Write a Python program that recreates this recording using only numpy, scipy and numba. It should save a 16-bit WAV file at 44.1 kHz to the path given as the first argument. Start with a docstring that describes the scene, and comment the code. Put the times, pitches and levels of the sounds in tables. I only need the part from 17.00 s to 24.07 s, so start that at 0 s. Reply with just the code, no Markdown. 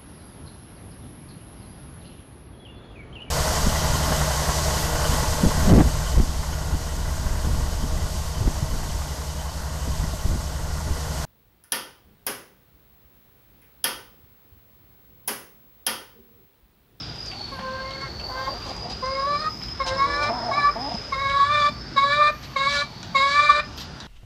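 """A hen in a wooden coop gives long rising calls, louder as the phone comes close: sine partials and breath.
A second hen clucks and growls lower: uneven pulses ring bands that stand for its throat and chest.
Feet scratch (grainy noise), beaks and claws tick (tiny noise bursts) and dull knocks fall (fading sines).
Behind them a far tool whines and thin hisses pass (narrow noise), a low drone wavers (one sine),
and a walled yard rumbles (many noise bands). Boards and walls echo the hens and feet."""
import sys
import numpy as np
from scipy import signal
from scipy.io import wavfile
from scipy.ndimage import uniform_filter1d
from numba import njit

SR = 44100
rng = np.random.default_rng(int(sys.argv[2]) if len(sys.argv) > 2 else 0)


def dump(signal):
    """Clip the signal to [-1, 1] and save it as 16-bit WAV at the path in sys.argv[1]."""
    limited = np.clip(np.atleast_2d(signal).T, -1, 1)
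    pcm = np.round(limited * 32767).astype(np.int16)
    wavfile.write(sys.argv[1], SR, pcm)


N = 311771  # length in samples


def undb(db):
    """Turn decibels into a plain loudness factor."""
    return 10 ** (np.asarray(db) / 20)


def unit(x):
    """Scale a sound to an average (RMS) level of 1."""
    return x / np.sqrt(np.mean(x ** 2) + 1e-18)


def colour(table, hz):
    """Read the dB at a pitch from a (Hz, dB) table, joined on a log-frequency axis."""
    f, db = np.transpose(table)
    return np.interp(np.log(hz), np.log(f), db)


def span(table):
    """Give the stretch of samples a timed table covers, and its columns with one value a sample."""
    s, *columns = np.transpose(table)
    a, b = int(s[0] * SR), min(int(s[-1] * SR), N)
    return slice(a, b), [np.interp(np.arange(a, b) / SR, s, c) for c in columns]


@njit
def svf(x, hz, width):
    """Let through a band whose centre and width may move; the gain is 1 at the centre."""
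    y, b, l = np.empty(len(x)), 0., 0.
    for i in range(len(x)):
        g, k = np.tan(np.pi * hz[i] / SR), width[i] / hz[i]
        v = (b + g * (x[i] - l)) / (1 + g * (g + k))
        b, l, y[i] = 2 * v - b, l + 2 * g * v, k * v
    return y


def band(x, hz, width):
    """Band-pass a sound; centre and width in Hz may be single numbers or one value a sample."""
    return svf(x, hz + 0 * x, width + 0 * x)


def walk(rate, n=N):
    """Wander at random: levels held 1 / rate seconds and smoothed twice, with a spread near 1."""
    k = max(int(SR / rate), 1)
    held = np.repeat(rng.standard_normal(n // k + 1), k)
    return 1.605 * uniform_filter1d(uniform_filter1d(held, k), k)[:n]


def fade(n, rise_s, fall_s):
    """Make a straight rise at the start and a straight fall at the end."""
    t = np.arange(n) / SR
    return np.clip(t / rise_s, 0, 1) * np.clip((n / SR - t) / fall_s, 0, 1)


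def calls(flutter_db=.9, rasp_db=2.6, breath_db=-12.5):
    """Partials of the syrinx pulse; strong-weak pulses add lines halfway between; breath hisses once a cycle."""
    # The four lowest partials, one table a call.
    # Each row: time in seconds, then levels in dB of the 2nd, 1st, 3rd and 4th partial, before they flutter.
    partial_levels = [
        [(0.51, -49, -45, -56, -56), (0.524, -40, -40, -51, -55), (0.544, -43, -44, -45, -53),
         (0.568, -45, -49, -45, -58), (0.62, -38, -42.5, -47, -60), (0.678, -35.5, -37, -42, -65),
         (0.702, -36, -38, -41.5, -55), (0.768, -42, -39.5, -43, -60), (0.802, -39, -40.5, -38, -54),
         (0.882, -40, -41, -52, -42), (0.96, -46, -43, -47, -41), (0.98, -45, -43, -44, -63),
         (1.01, -49, -41, -45, -41), (1.03, -36, -51, -43, -45), (1.05, -41.5, -56, -43, -41),
         (1.1, -56, -38, -50, -54)],
        [(1.29, -39, -46, -57, -61), (1.312, -38, -46, -42, -51), (1.332, -37, -47, -49, -43),
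         (1.358, -34, -35.5, -43, -47), (1.384, -38, -41, -34, -48), (1.41, -35, -42, -40, -48),
         (1.424, -35, -37, -40, -54), (1.456, -41, -42, -36, -41), (1.474, -29, -40, -41, -43),
         (1.492, -31, -42, -51, -58), (1.51, -42, -36, -49, -56)],
        [(2.018, -32, -36, -55, -59), (2.034, -27, -33, -45, -44.5), (2.06, -34.5, -37, -44, -41),
         (2.088, -29, -34, -44, -45.5), (2.148, -33.5, -31, -46, -39), (2.192, -26.5, -32.5, -41.5, -42),
         (2.232, -27.5, -30, -41, -55), (2.254, -27.5, -44, -46, -51), (2.274, -28.5, -32, -42, -57),
         (2.332, -25, -35, -41.5, -46), (2.356, -25.5, -34, -40, -39), (2.376, -34, -43, -45, -48),
         (2.404, -26, -53, -40.5, -51), (2.436, -23, -32.5, -43, -50), (2.474, -25, -57, -44, -50),
         (2.5, -30, -53, -45, -56)],
        [(2.793, -35, -38, -47, -54), (2.803, -25, -35, -41, -41), (2.819, -26, -29.5, -43, -35),
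         (2.845, -40, -46, -44, -49.5), (2.875, -32.5, -37, -41, -41), (2.937, -35, -29.5, -37, -44),
         (2.955, -38, -32, -36, -49), (2.977, -31, -33, -44, -40), (3.003, -22.5, -41, -36.5, -36.5),
         (3.041, -25, -51, -36, -34.5), (3.069, -30, -34.5, -39.5, -40), (3.137, -32, -44, -35, -39.5),
         (3.227, -25.5, -35, -36, -36), (3.247, -26.5, -36, -37.5, -38), (3.277, -27, -34.5, -34.5, -36.5),
         (3.31, -19, -33, -40, -46)],
        [(3.505, -31, -33, -50, -50), (3.521, -22.5, -47, -39, -39), (3.539, -38, -44, -38, -30.5),
         (3.555, -26.5, -46, -37, -39), (3.581, -20.5, -42, -38, -35), (3.605, -29.5, -47, -32, -36),
         (3.643, -22, -48, -31, -39), (3.669, -21.5, -44, -30, -32), (3.689, -19.5, -39, -39, -37),
         (3.705, -23, -35, -44, -42), (3.72, -37, -42, -48, -47)],
        [(4.115, -30, -47, -47, -53), (4.129, -24.5, -40, -37.5, -30), (4.145, -34, -44, -46, -27.5),
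         (4.167, -28, -32.5, -36, -40), (4.201, -36.5, -46, -39, -31.5), (4.221, -25.5, -38, -35, -36.5),
         (4.327, -28, -36.5, -30.5, -34.5), (4.359, -22.5, -33, -30.5, -43.5), (4.417, -16.5, -41, -28.5, -37),
         (4.483, -22, -39.5, -31.5, -42), (4.511, -19, -35.5, -36, -35.5), (4.547, -19.5, -30.5, -30.5, -32.5),
         (4.575, -19, -32.5, -35, -31), (4.667, -17.5, -33, -30.5, -33.5), (4.677, -22, -32, -39, -38),
         (4.71, -39, -29, -46, -38)],
        [(4.955, -26, -38, -53, -45), (4.965, -20, -31, -38, -36.5), (4.981, -17.5, -44, -28, -32.5),
         (5.001, -28, -44, -38, -34.5), (5.035, -21, -35, -37, -30), (5.069, -27, -32, -30.5, -41),
         (5.117, -20, -31.5, -29, -36), (5.131, -25, -33, -25, -28), (5.157, -27.5, -32, -27.5, -35),
         (5.195, -14.5, -27.5, -35, -31.5), (5.229, -15.5, -27.5, -26, -31), (5.265, -18.5, -31, -29.5, -28),
         (5.281, -13.5, -34, -23, -28), (5.305, -22, -26.5, -46, -34.5), (5.32, -33, -36, -47, -45)],
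        [(5.555, -24, -37, -49, -42), (5.563, -21.5, -34.5, -36, -30.5), (5.583, -27.5, -40, -35.5, -29.5),
         (5.607, -25, -38, -41, -29), (5.625, -27, -37, -34, -29), (5.645, -33, -35, -30, -30),
         (5.673, -24.5, -34, -31, -28), (5.713, -31, -36, -33, -28), (5.741, -26.5, -34, -32, -36),
         (5.769, -27.5, -30, -32, -26.5), (5.805, -41.5, -37, -31, -30), (5.829, -23, -38, -34, -38.5),
         (5.84, -30, -52, -45, -41)],
        [(6.142, -22, -35, -40, -36), (6.16, -19, -34, -36, -24.5), (6.194, -24.5, -29, -37, -25),
         (6.214, -20.5, -34, -32, -25.5), (6.246, -23.5, -31.5, -28.5, -29.5), (6.272, -26, -32, -30.5, -29),
         (6.36, -25, -39, -28, -29), (6.386, -15.5, -36, -31, -24.5), (6.458, -18.5, -33.5, -28, -26.5),
         (6.478, -33.5, -39.5, -30.5, -28), (6.498, -7.5, -36, -24, -24.5), (6.526, -19, -32.5, -28, -27),
         (6.55, -17, -35, -27, -29), (6.564, -18, -31.5, -31, -23.5), (6.598, -16, -30.5, -28.5, -29),
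         (6.615, -24, -23, -21, -21)],
    ]
    # The steady part of the pitch, one table a call. Each row: time in seconds, pitch in Hz.
    pitches = [
        [(0.55, 535.6), (0.584, 515), (0.6, 548), (0.61, 525.3), (0.704, 522.4), (1.048, 542.3), (1.08, 524)],
        [(1.31, 507), (1.434, 532), (1.49, 534)],
        [(2.035, 510), (2.101, 534), (2.225, 546.3), (2.271, 572.7), (2.363, 585), (2.417, 615), (2.48, 624)],
        [(2.81, 531.6), (2.876, 532.6), (2.884, 522.3), (3.044, 554.6), (3.072, 577.7), (3.09, 569),
         (3.285, 590.6)],
        [(3.53, 543.7), (3.552, 566.4), (3.57, 584), (3.596, 582), (3.618, 571.4), (3.695, 582)],
        [(4.135, 526.8), (4.219, 555), (4.227, 546.2), (4.399, 561.3), (4.463, 568.4), (4.521, 595.6),
         (4.67, 583.3)],
        [(4.975, 540), (5.045, 560.8), (5.189, 595), (5.29, 595)],
        [(5.575, 534), (5.701, 571.4), (5.803, 576.4), (5.82, 569)],
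        [(6.165, 535.2), (6.383, 585.8), (6.595, 593.2)],
    ]
    # How bright and how uneven each call is, against its effort. Each row: upper partials in dB at the start
    # and at the end, half-way lines in dB at the start and at the end.
    brightness = [(-21, -6, -17, -5), (-18, -2, -16, -8), (-7.5, 3.5, -20, -27), (-5, -4, -11, -9),
                  (-5.5, -8, -34, -19), (-11, 1.5, -17.5, -23), (-2, -5, -22, -23.5), (-3, -3, -22, -4),
                  (-1, -5.5, -21, -12.5)]
    # Beak resonance of each call, strongest in the seventh.
    # Each row: centre in Hz at the start, centre in Hz at the end, boost in dB.
    beaks = [(3300, 3000, 8), (3300, 3300, 9), (4050, 4100, 10), (3880, 4100, 7.5), (3980, 3840, 11),
             (3890, 3590, 12), (3710, 3900, 16), (3800, 3960, 9.5), (3850, 3780, 8)]
    # How the throat colours the upper partials and half-way lines. Each row: frequency in Hz, gain in dB.
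    throat = [(250, -43.5), (900, -11), (1450, -4), (2100, 4.5), (2950, -23.5), (3500, -11.5), (4200, -13),
              (4700, -8.5), (5500, -26.5), (7000, -26.5), (9300, -35.5), (10500, -67)]
    onset_drop_hz, onset_s = 70.3, 0.008  # each call starts sharp and drops onto its pitch
    end_rise_hz, end_s = 32.4, 0.013  # and breaks upward as it stops
    break_db, break_s = 14, .03  # the voice turns hoarse as it stops
    halfway_fall_db = 13  # half-way lines weaken per step away from the 2.5th
    wander_db = 1.7  # each low partial swells and sinks a little on its own
    attack_s, release_s = 0.010, 0.016

    out = np.zeros(N)
    for call, pitch, ends, (*beak, beak_db) in zip(partial_levels, pitches, brightness, beaks):
        at, (second, first, third, fourth) = span(call)
        effort = 10 * np.log10(undb(2 * third) + undb(2 * fourth))  # 3rd and 4th partials together
        n = len(second)
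        t = np.arange(n) / SR
        hz = np.interp(call[0][0] + t, *np.transpose(pitch))
        hz = hz + onset_drop_hz * np.exp(-t / onset_s) + end_rise_hz * np.exp((t - t[-1]) / end_s)
        upper, alternate = np.linspace(ends[::2], ends[1::2], n).T
        upper = effort + upper
        flutter = flutter_db * walk(140.1, n)  # the low partials flutter together
        halfway = effort + np.median(second - effort) + alternate
        beak_hz = np.linspace(*beak, n)
        waver = .001 * walk(45, n) + .005 * walk(260, n)  # small shakes of the pitch
        cycles = np.cumsum(hz * (1 + waver)) / SR

        voice = np.zeros(n)
        for k in np.arange(.5, 17.5, .5):
            if k > 4.5:  # the upper partials rasp, each on its own
                db = upper + 0.49 * alternate * (k % 1 > 0) + colour(throat, k * hz) + rasp_db * walk(200, n)
                db += beak_db * np.exp(-((k * hz - beak_hz) / 280) ** 2)
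            elif k % 1:  # half-way lines among the low partials
                db = halfway - halfway_fall_db * abs(k - 5 / 2)
                db = db + colour(throat, k * hz) + rasp_db * walk(37.0, n)
            else:
                db = [first, second, third, fourth][int(k) - 1]
                db = db + np.sqrt(k) * flutter + wander_db * walk(60, n)
            phase = 2 * np.pi * k * cycles + rng.uniform(-1.3, 1.3)
            voice -= undb(db) * np.sqrt(2) * np.cos(phase)

        puff = rng.standard_normal(n) * (1 + np.sin(2 * np.pi * cycles))
        breath = unit(band(band(puff, 3750, 590), 4100, 1200)) + 0.023 * unit(band(puff, 3500, 2900))
        low_breath = unit(band(band(puff, 2 * hz, 310), 2 * hz, 830))
        low_breath = low_breath + 0.53 * unit(band(band(puff, 700, 1200), 700, 1200))
        hoarse_db = second - 22.0 + break_db * np.exp((t - t[-1]) / break_s)
        voice = voice + undb(upper + breath_db) * breath + undb(hoarse_db) * low_breath
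        out[at] += fade(n, attack_s, release_s) ** 2 * voice
    return out


def growls(noise=0.6, patchy_db=4):
    """Uneven pulses of the second hen ring two throat bands and, faintly, the chest."""
    # The long growl. Each row: time in seconds, pulse rate in Hz, level in dB, roughness from 0 to 1,
    # lower throat band in Hz, upper throat band in Hz.
    long_growl = [(2.84, 183, -39, 0.7, 734, 890), (2.87, 181.2, -33, 0.88, 730, 880),
                  (2.91, 176, -36, 0.4, 700, 900), (2.96, 167.5, -38, 0, 660, 960),
                  (3.02, 160.6, -34.5, 0.08, 510, 980), (3.18, 165.5, -33, 0.04, 514, 910),
                  (3.24, 178.5, -30.5, 0.58, 600, 895), (3.27, 214.6, -31, 0.82, 595, 830),
                  (3.31, 233, -28, 0.75, 675, 947), (3.355, 240, -30.5, 0.75, 730, 935),
                  (3.39, 234, -32, 0.5, 646, 955), (3.42, 229.4, -32, 0.88, 640, 924),
                  (3.49, 226.6, -31, 0.8, 692, 867), (3.54, 200.6, -35.5, 0.98, 647.4, 794),
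                  (3.6, 198.5, -29, 0.75, 700, 834), (3.645, 200.1, -35.5, 0.58, 735, 890),
                  (3.67, 199, -42, .6, 600, 800), (3.73, 198, -45, .6, 590, 790)]
    # Short clucks. Each row: start in seconds, length in seconds, level in dB, pulse rate in Hz at the start,
    # pulse rate in Hz at the end, roughness from 0 to 1, lower throat band in Hz.
    short_clucks = [(0.306, 0.11, -43, 201.3, 213, 0.9, 770), (1.276, 0.044, -40.5, 137, 131.7, 0.76, 626),
                    (1.363, 0.098, -40.5, 137.4, 141.2, 0.54, 657), (1.474, 0.065, -34, 269.5, 290, 1, 600),
                    (1.535, 0.043, -40, 229, 248, 0.14, 685), (1.654, 0.064, -36.5, 269.5, 261, 0.84, 605),
                    (1.836, 0.097, -37, 236, 266.3, 0.74, 623), (3.753, 0.14, -31, 215.8, 306, 0.4, 670),
                    (3.883, 0.079, -33.5, 214.8, 239.6, 0.85, 655)]
    ring_hz = 150  # width of the first filter of each throat band

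    out = np.zeros(N)
    for growl in [long_growl] + [cluck(*row) for row in short_clucks]:
        at, (hz, db, rough, low_hz, high_hz) = span(growl)
        n, rough = len(hz), np.clip(rough, 0, 1)
        waver = rough * (.045 * walk(160, n) + .008 * walk(25, n))
        cycles = np.cumsum(hz * (1 + waver)) / SR
        weak = 4 * rough * (np.floor(cycles) % 2)  # a rough voice goes strong-weak
        pulses = np.diff(np.floor(cycles), prepend=0) * undb(3 * rough * walk(90, n) - weak)
        pulses = np.sqrt(SR / hz) * pulses + noise * rough * rng.standard_normal(n)
        low, high = (band(band(pulses, f, ring_hz), f, 260) * undb(patchy_db * rough * walk(30, n))
                     for f in (low_hz, high_hz))
        chest = band(band(pulses, 245.0, 110), 310, 97)
        voice = low - high + 1.1 * chest
        voice = voice + .22 * band(band(pulses, 1170, 300), 1170, 300)
        voice = voice + .08 * band(band(pulses, 1800, 700), 1800, 700)
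        out[at] += undb(db) * unit(voice)
    return out


def cluck(start, length, db, hz0, hz1, rough, low_hz):
    """Controls of one cluck: it swells, holds and fades while the pulse rate glides."""
    rise, fall, edge_db = 0.11, 0.2, -1  # rise and fall are shares of the length
    upper_throat_hz = 844
    shape = [(0, edge_db), (rise, 0), (1 - fall, 0), (1, edge_db)]
    return [(start + u * length, hz0 + u * (hz1 - hz0), db + d, rough, low_hz, upper_throat_hz)
            for u, d in shape]


def burst(start, length, db, hz, width, grit_db):
    """Dense grains of uneven size in one band, swelling and fading."""
    n = int(max(length, .005) * SR)
    grains = rng.standard_normal(n) * undb(grit_db * walk(430, n))
    out, a = np.zeros(N + n), int(start * SR)
    out[a:a + n] = undb(db) * unit(band(grains, hz, width)) * fade(n, 0.1 * length, .5 * length)
    return out[:N]


def scratches():
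    """Feet scratch the litter: many small rubs blur into grainy noise, bright with a weaker low part."""
    # Each row: start in seconds, length in seconds, level in dB before fading and further filtering.
    strokes = [(1.638, 0.12, -42.5), (1.895, 0.046, -38.5), (2.86, 0.048, -31.5), (3.217, 0.037, -34.5),
               (5.422, 0.046, -43.5), (5.684, 0.17, -32.5), (6.27, 0.17, -36.5), (6.775, 0.016, -33.5),
               (6.796, 0.039, -36.5), (6.85, 0.017, -45)]
    bright_hz = 4500
    out = np.zeros(N)
    for s, length, db in strokes:
        bright = burst(s, length, db, bright_hz, 2600, 1.6)
        out += band(band(bright, bright_hz, 4000), 2700, 6000)
        out += burst(s, length, db - 10, 1300, 1600, 3)
    return out


def ticks():
    """Beaks and claws hit wood and wire: a click with fast-dying noise, over a lower knock of the board."""
    # Each row: time in seconds, peak level in dB, centre of the bright part in Hz.
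    taps = [(.159, -34, 3500), (0.262, -27, 4950), (0.316, -27, 2490), (0.394, -32, 3460),
            (0.594, -24.5, 1500), (0.908, -29, 3484), (1.014, -30, 4570), (1.198, -27, 2670),
            (1.621, -32, 2970), (1.765, -30, 5500), (1.913, -43, 4470), (2.059, -29, 5500),
            (2.617, -27, 1950), (2.636, -24, 5100), (2.685, -31, 2984), (2.949, -30, 3800),
            (3.083, -43, 4478), (3.942, -30.5, 5430), (4.298, -23, 3970), (6.03, -23, 4500),
            (6.032, -30, 3200), (6.034, -31.5, 2500), (7.0028, -24.5, 4400)]
    width_hz, decay_s, knock_hz = 2400, .0012, 1100
    out = np.zeros(N)
    t = np.arange(int(.15 * SR)) / SR
    for s, db, hz in taps:
        hit = (rng.standard_normal(len(t)) + 4 * (t == 0)) * np.exp(-t / decay_s)
        bright = band(band(hit, hz, width_hz), hz, width_hz)
        board = band(band(hit, knock_hz, knock_hz), knock_hz, knock_hz)
        tick = bright + .6 * board
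        a = int(s * SR)
        out[a:a + len(t)] += (undb(db) * tick / np.abs(tick).max())[:N - a]
    return out


def knocks():
    """A few dull knocks: each is one sine that dies away."""
    # Each row: time in seconds, level in dB before fading, pitch in Hz, seconds to die away by 60 dB.
    thuds = [(.59, -3, 810, 0.0085), (2.91, -28, 98, 0.21), (3.941, -11, 200, 0.035),
             (6.299, -32, 256, 0.071)]
    out = np.zeros(N)
    t = np.arange(int(.15 * SR)) / SR
    for s, db, hz, t60 in thuds:
        a = int(s * SR)
        ring = np.sin(2 * np.pi * hz * t) * np.exp(-np.log(1000) * t / t60)
        out[a:a + len(t)] += undb(db) * ring * fade(len(t), .008, .01)
    return out


def echoes(x):
    """Scattered reflections: short and bright from the coop boards, long and dull from the yard walls."""
    # First the coop boards, then the yard walls. Each row: seconds to die away by 60 dB,
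    # level in dB of the whole tail, centre in Hz, width in Hz.
    reflections = [(.18, -14, 2600, 4000), (.42, -27, 1300, 1600)]
    t = np.arange(int(.6 * SR)) / SR
    tail = 0
    for t60, db, hz, width in reflections:
        scatter = rng.standard_normal(len(t)) * np.exp(-np.log(1000) * t / t60)
        scatter = band(scatter * fade(len(t), 0.00077, 0.013), hz, width)
        tail = tail + undb(db) * scatter / np.sqrt(np.sum(scatter ** 2))
    return signal.fftconvolve(x, tail)[:N]


def whine():
    """A far power tool slows under load; distance smears its whine into narrow flickering noise bands."""
    # One table a strand. Each row: time in seconds, whine pitch in Hz, level in dB before it flickers.
    strands = [
        [(0, 4840, -43.5), (.22, 4920, -41), (.4, 4450, -40.5), (.6, 4425, -47.5), (.9, 4420, -42.5),
         (1.2, 4470, -40.5), (1.7, 4844, -40.5), (2.6, 5070, -40), (3.2, 5190, -37.5), (3.8, 5040, -39.5),
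         (4.12, 5040, -40), (4.3, 5010, -50), (4.9, 5230, -49), (5.55, 5260, -72)],
        [(0, 5210, -35), (.1, 5370, -60), (.2, 5220, -50), (.33, 4870, -35)],
        [(4.4, 4540, -67), (4.72, 4570, -46.5), (4.95, 4830, -49.5), (5.4, 4550, -55), (5.9, 4450, -52.5),
         (6.12, 4590, -50.5), (6.7, 5050, -49.5), (7.2, 4670, -59)],
    ]
    width = 266  # Hz
    out = np.zeros(N)
    for strand in strands:
        at, (hz, db) = span(strand)
        noise = rng.standard_normal(len(hz))
        tone = unit(band(band(noise, hz, width), hz, 0.68 * width))
        tone = tone + 0.26 * unit(band(noise, hz, 0.19 * width))
        out[at] += undb(db + 1.3 * walk(30, len(hz))) * tone * fade(len(hz), .001, .06)
    return out


def hisses():
    """Thin high hisses: short stretches of grainy noise, filtered twice around one centre."""
    # Each row: start in seconds, length in seconds, level in dB before fading and the second filter,
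    # centre in Hz.
    puffs = [(0.518, 0.11, -56, 11400), (1.227, 0.45, -52, 13210), (5.295, 0.32, -51, 12900),
             (6.763, 0.097, -44, 13080)]
    return sum(band(burst(s, length, db, hz, 1900, 0.86), hz, 2200) for s, length, db, hz in puffs)


def drone():
    """One low sine tone whose pitch and level waver."""
    # Each row: time in seconds, pitch in Hz, level in dB, both before the random waver.
    path = [(0, 112.3, -51), (2.85, 98.05, -50.5), (3.25, 104.4, -43), (3.37, 122.4, -44), (3.75, 125, -49),
            (4.15, 97, -47.5), (4.6, 104.3, -41), (4.7, 125.9, -46), (5.4, 137.8, -47), (7.07, 128.8, -55)]
    _, (hz, db) = span(path)
    cycles = np.cumsum(hz * (1 + 0.023 * walk(15))) / SR
    return undb(db + 2.0 * walk(24)) * np.sqrt(2) * np.sin(2 * np.pi * cycles)


def yard():
    """Third-octave bands of town noise, each flickering alone while neighbours share a slow swell."""
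    # Balance of the noise; only the differences matter. Each row: frequency in Hz, level in dB per Hz.
    balance = [(25, -22.5), (40, -6), (58, 5), (75, -7), (125, -4), (250, -11), (450, -16), (1200, -15.5),
               (2600, -26.5), (4200, -21), (5600, -26), (7000, -56.5), (9000, -48.5), (14500, -39)]
    # Slow swells; only the changes matter.
    # Each row: time in seconds, then rumble, low traffic, middle and air, each in dB.
    swells = [(0, -51, -41.5, -55.5, -53), (1.6, -45, -42.5, -52.5, -53), (2.6, -53, -42.5, -55, -54),
              (3.099, -46, -40.5, -50.5, -55.5), (3.5, -49.5, -45.5, -48.5, -54),
              (4.199, -47.5, -41.5, -55, -53), (4.8, -50.5, -40.5, -55.5, -56), (5.9, -51, -41.5, -57, -55),
              (7.07, -54, -42, -56.5, -55.5)]
    s, *columns = np.transpose(swells)
    rumble, traffic, middle, air = (np.interp(np.arange(N) / SR, s, c) - np.mean(c) for c in columns)
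    out = 0
    for hz in 28 * 2 ** np.arange(0, 9.1, 1 / 3):
        swell = rumble if hz < 100 else traffic if hz < 350 else middle if hz < 2000 else air
        noise = unit(band(band(rng.standard_normal(N), hz, hz / 3), hz, hz / 3))
        flicker = 2.35 * walk(6.3) + 1.0 * (hz < 500) * walk(2.244)  # the lows also drift more slowly
        db = colour(balance, hz) + 10 * np.log10(hz) + swell + flicker  # wider bands hold more noise
        out = out + undb(db) * noise
    return undb(-37.5) * unit(out)


def scene():
    """Add the hens and feet, their echoes, and the background."""
    hens = calls() + growls()
    feet = scratches() + ticks() + knocks()
    background = whine() + hisses() + drone() + yard()
    return (hens + feet + echoes(hens + 3.34 * feet) + background)[None]


def record(dry):
    """The phone's microphone rounds the loudest peaks, fades below 38 Hz and above 10 kHz, and cuts the top."""
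    dry = np.tanh(1.3 * dry) / 1.3
    dry = signal.sosfilt(signal.butter(N=2, Wn=[38, 10000], btype="band", fs=SR, output="sos"), dry)
    return signal.sosfilt(signal.ellip(8, .2, 70, 14700, fs=SR, output="sos"), dry)  # steep cut at 14700 Hz


dry = scene()
out = record(dry)
dump(out)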